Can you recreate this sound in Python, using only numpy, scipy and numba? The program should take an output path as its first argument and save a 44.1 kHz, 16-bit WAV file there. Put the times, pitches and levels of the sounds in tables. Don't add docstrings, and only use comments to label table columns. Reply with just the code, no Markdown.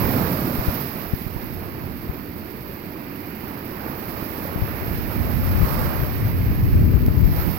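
import sys
import numpy as np
from scipy import signal
from scipy.fft import rfft, irfft, next_fast_len
from scipy.io import wavfile
from scipy.ndimage import uniform_filter1d, minimum_filter1d
from numba import njit

SR = 44100
rng = np.random.default_rng(int(sys.argv[2]) if len(sys.argv) > 2 else 0)


def to_wav(s):
    ch = np.atleast_2d(s).T
    pcm = np.round(np.clip(ch, -1, 1) * 32767)
    wavfile.write(sys.argv[1], SR, pcm.astype(np.int16))


N = 334278
LAPPING_DB = -47


def surge(foam):
    # peak time in seconds, level in dB, build-up and run-out
    # time constants of the water in seconds, extra foam in dB.
    waves = [(.05, -34, 0.9, 0.78, 1.9), (.75, -43, 0.24, 0.19, 5), (4.25, -39, 0.9, .8, -2),
             (4.95, -40, 0.56, .9, -2.5), (5.7, -36.5, 0.74, 0.83, 0.5), (7.4, -39.5, 0.21, 0.92, 2.5)]
    foam_linger = 1.106
    power = 1
    for peak_s, db, build_s, run_out_s, foam_db in waves:
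        if foam:
            db, run_out_s = db + foam_db, run_out_s * foam_linger
        age = np.arange(N) / SR - peak_s
        envelope = np.exp(np.minimum(age / build_s, -age / run_out_s))
        power = power + (undb(db - LAPPING_DB) * envelope) ** 2
    return 10 * np.log10(power)


def breakers(surge_db):
    # frequency in Hz, relative level in dB.
    roar_tone = [(40, -9.5), (90, -3), (150, -0.5), (230, 3), (330, 1.5), (450, -4.5), (650, -23.5),
                 (1000, -12.5), (2000, -59)]
    # frequency in Hz, relative level in dB.
    splash_tone = [(150, -17), (350, -6), (550, 3), (800, 2), (1250, 1), (2000, -8), (3000, -13),
                   (5000, -29.5), (9000, -47)]
    roar = cloud(roar_tone, 56, 1240, cycles=5.66, spread_db=.55, glide=.14,
                 bearing=1, width=1.4, per_s=2400)
    splash = cloud(splash_tone, 213, 6000, cycles=14.3, spread_db=1.73, glide=.27,
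                   bearing=.71, width=2.03, per_s=7000)
    plinks = cloud(splash_tone, 405, 3012, cycles=39, spread_db=1.5, glide=.039,
                   bearing=.69, width=1.26, per_s=600)
    roar_db = -34 + .29 * surge_db + .15 * wander(per_s=10)
    splash_db = LAPPING_DB + 4.5 + surge_db + 1.25 * wander(per_s=12)
    return roar * undb(roar_db) + (splash + undb(-7) * plinks) * undb(splash_db)


def plunges():
    # peak time in seconds, crash in dB, boom in dB, half length in seconds.
    crests = [(.15, -35.5, -23, 0.17), (0.54, -33, -28.5, 0.31), (1.7, -54, -37, .2),
              (5.652, -37, -38, 0.047), (5.79, -30, -33, .11)]
    # frequency in Hz, relative level in dB.
    crash_tone = [(200, -52), (500, 1), (800, 0), (1200, 3.5), (1700, -10), (2600, -34), (4500, -6.5),
                  (6000, -13), (9000, -6.5), (13000, -29)]
    # frequency in Hz, relative level in dB.
    boom_tone = [(30, -25), (70, -11), (130, -2.5), (220, -2.5), (350, -8), (600, -13.5), (900, -25.5),
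                 (1800, -47)]
    crash_gain = sum(undb(db) * swell(s, half_s) for s, db, _, half_s in crests)
    boom_gain = sum(undb(db) * swell(s, half_s) for s, _, db, half_s in crests)
    spray = cloud(crash_tone, 327, 14600, cycles=5.5, spread_db=2, glide=.11,
                  bearing=.61, width=1.6, per_s=9000)
    air = cloud(boom_tone, 60, 1380, cycles=3.15, spread_db=2.35, glide=.1,
                bearing=.25, width=1.1, per_s=2400)
    return crash_gain * spray + boom_gain * air


def swash(surge_db):
    # frequency in Hz, relative level in dB.
    foam_tone = [(800, -18), (1800, 3.5), (3000, -1), (5000, 1.5), (8000, -2.5), (12000, -2), (16000, -11)]
    fizz = cloud(foam_tone, 1236, 16800, cycles=7.6, spread_db=.6, glide=.045,
                 bearing=.13, width=2.4, per_s=45000)
    shells = cloud(foam_tone, 4600, 18000, cycles=4.8, spread_db=-.5, glide=0,
                   bearing=.31, width=1.7, per_s=1000)
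    flow_db = surge_db - 46.5
    fizz_db = flow_db + 3 + .73 * wander(per_s=60)
    return fizz * undb(fizz_db) + shells * undb(1.36 * flow_db - .5)


def backwash():
    # peak time in seconds, level in dB, half length in seconds.
    pulls = [(.6, -47.5, 3.3), (3.32, -49, 0.35), (4.896, -45, 0.3), (6.5, -44.5, 0.79)]
    # frequency in Hz, relative level in dB.
    rattle_tone = [(900, -21), (1600, 0), (2300, 1.5), (2900, -1.5), (3500, -21), (6000, -24)]
    gravel = cloud(rattle_tone, 1194, 4430, cycles=25, spread_db=1.3, glide=0,
                   bearing=.9, width=1.56, per_s=4000)
    return gravel * sum(undb(db) * swell(s, half_s) for s, db, half_s in pulls)


def pebbles():
    # start in seconds, strength in dB, pitch in Hz.
    knocks = [(7.064, -7, 7600)]
    start_s, db, hz = np.array(knocks, float).T.copy()
    start = (start_s * SR).astype(np.int64)
    return ring(start, np.zeros_like(start), hz, cycles=np.full(len(hz), 2.5), size=undb(db), glide=0.)


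def wind():
    # time in seconds, force in dB, left over right in dB.
    breeze = [(0, -30.5, -13.5), (.9, -48.5, -9), (1.45, -35.5, -7), (2.2, -41.5, -1.5), (3.5, -51, -10),
              (4.4, -40, 2.5), (4.95, -29.5, -4), (5.5, -23.5, 3), (5.8, -25, 6.5), (6.4, -23, 0),
              (6.9, -18, 5), (7.35, -22, 4), (7.58, -31.5, -5)]
    # peak time in seconds, force in dB, port (0 left, 1 right).
    gusts = [(4.62, -22.5, 0), (4.91, -23, 1), (5.2, -18.5, 1), (5.37, -14.5, 1), (5.61, -13.5, 0),
             (6.03, -19.5, 0), (6.26, -18, 0), (6.41, -17, 0), (6.94, -13.5, 0), (7.24, -15.5, 0),
             (7.48, -18, 1)]
    # frequency in Hz, relative level in dB.
    buffet_tone = [(2, -43), (14, -30), (28, -9.5), (55, 2.5), (90, 3.5), (130, -2), (200, -13), (300, -35),
                   (500, -44), (1200, -85)]
    # frequency in Hz, relative level in dB.
    flutter_tone = [(50, -19), (130, 5.5), (200, -1), (300, -6), (450, -16.5), (800, -37), (2000, -70)]
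    breeze_db, lean_db = curves(breeze)
    force = undb([breeze_db + side * lean_db / 2 + 2.5 * wander(per_s=20) for side in (1, -1)])
    for s, db, port in gusts:
        force[port] = np.hypot(force[port], undb(db) * swell(s, half_s=.03))
    force_db = 20 * np.log10(force)
    buffet = noise(buffet_tone) * undb(force_db + .5)
    flutter = noise(flutter_tone) * undb(1.077 * force_db - 4)
    return buffet + flutter


def puffs():
    # time in seconds, depth in dB, half length in ms, port (0 left, 1 right).
    eddies = [(0.589, -7.5, 4.6, 0), (0.684, -2.5, 2.4, 0), (1.136, -3.5, 1.66, 0), (1.267, -9.5, 1.8, 1),
              (1.364, -11, 2, 1), (2.096, -9, 2.2, 0), (4.561, -8.5, 1.06, 0), (4.622, -5, 2.6, 0),
              (5.628, 1, 7, 0), (6.936, -3.5, 1.4, 0), (7.083, -0.5, 1.1, 0), (7.252, 7.5, 7.2, 0)]
    t, pressure = np.arange(N) / SR, np.zeros((2, N))
    for s, db, half_ms, port in eddies:
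        near = np.abs(t - s) < .05
        away = np.abs(t[near] - s) * 1000 / half_ms
        pressure[port, near] -= undb(db) * np.exp(-away ** 2.9)
    return signal.sosfilt(signal.butter(2, 46, "high", fs=SR, output="sos"), pressure)


def ports(sea):
    # frequency in Hz, gain in dB.
    left_response = [(100, 0), (200, -4.5), (450, -4), (700, -6), (1200, -10.5), (2400, -10), (3400, -16.5),
                     (5000, -15), (6500, -27), (9500, -29.5), (13000, -15.5), (16000, -5)]
    # frequency in Hz, gain in dB.
    right_response = [(1000, 1), (2350, 1), (2750, -1.5), (3400, -4.5), (4200, -5), (5300, -4),
                      (6400, -13.5), (8000, -13.5), (9700, -12), (11000, -1.5), (12300, 8.5), (13400, 16),
                      (14600, 16.5), (16000, 17.5)]
    return np.array([colour(sea[0], left_response), colour(sea[1], right_response)])


def cloud(tone, low_hz, high_hz, cycles, spread_db, glide, bearing, width, per_s):
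    when, pitch, damping, rank, rightward, leftward = rng.random((per_s * N // SR, 6)).T
    start = (when * N).astype(np.int64)
    hz = low_hz * (high_hz / low_hz) ** pitch
    size = hz * undb(-spread_db * np.log(np.maximum(rank, .002)))
    port_gap_s = .0005
    angle = bearing + width * (rightward - leftward)
    lag = np.round(port_gap_s * SR * np.sin(angle)).astype(np.int64)
    grains = ring(start, lag, hz, cycles * (.5 + damping), size, float(glide))
    return unit(colour(grains - grains.mean(), tone))


@njit
def ring(start, lag, hz, cycles, size, glide):
    out = np.zeros((2, N))
    for k in range(len(start)):
        length = cycles[k] * SR / hz[k]
        turn = 2 * np.pi * hz[k] / SR
        pole = np.exp(-5 / length + 1j * turn)
        bend = np.exp(1j * turn * glide / length)
        phasor = size[k] + 0j
        for i in range(max(start[k], 0, -lag[k]), min(start[k] + int(length) + 1, N, N - lag[k])):
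            out[0, i + lag[k]] += phasor.imag
            out[1, i] += phasor.imag
            phasor *= pole
            pole *= bend
    return out


def colour(x, tone):
    hz, db = np.transpose(tone)
    size = next_fast_len(N + 4096)
    bin_hz = np.maximum(np.arange(size // 2 + 1) * SR / size, 1)
    gain = undb(np.interp(np.log(bin_hz), np.log(hz), db))
    return irfft(rfft(x, size) * gain, size)[..., :N]


def noise(tone):
    return unit(colour(rng.standard_normal((2, N)), tone))


def wander(per_s):
    hold = SR // per_s
    steps = np.repeat(rng.standard_normal(N // hold + 1), hold)
    return unit(uniform_filter1d(uniform_filter1d(steps, hold), hold)[:N])


def swell(peak_s, half_s):
    return np.exp(-.5 * ((np.arange(N) / SR - peak_s) / half_s) ** 2)


def curves(table):
    times, *columns = np.transpose(table)
    return np.array([np.interp(np.arange(N) / SR, times, column) for column in columns])


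def undb(db):
    return 10 ** (np.asarray(db) / 20)


def unit(x):
    return x / np.sqrt(np.mean(x ** 2))


def limiter(x, ceiling_db, release_s):
    peak_db = 20 * np.log10(np.abs(x).max(axis=0) + 1e-9)
    over_db = np.maximum(peak_db - ceiling_db, 1e-9)
    fall = np.arange(N) / SR / release_s
    duck_db = np.exp(np.maximum.accumulate(np.log(over_db) + fall) - fall)
    return x * uniform_filter1d(minimum_filter1d(undb(-duck_db), size=301), size=301)


def scene():
    sea = breakers(surge(foam=False)) + plunges() + swash(surge(foam=True)) + backwash() + pebbles()
    return ports(sea) + wind() + puffs()


def record(dry):
    # frequency in Hz, relative level in dB.
    hiss_tone = [(1000, -2.5), (3300, -1), (4000, 0), (4600, 8), (5200, -3), (6200, -57), (8000, -37),
                 (9700, -25), (11500, -10), (16000, -20)]
    limited = limiter(dry + undb(-55.5) * noise(hiss_tone), ceiling_db=-1.3, release_s=.06)
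    top_hz = 15900
    return signal.sosfilt(signal.ellip(12, .1, 80, top_hz, fs=SR, output="sos"), limited)


dry = scene()
out = record(dry)
to_wav(out)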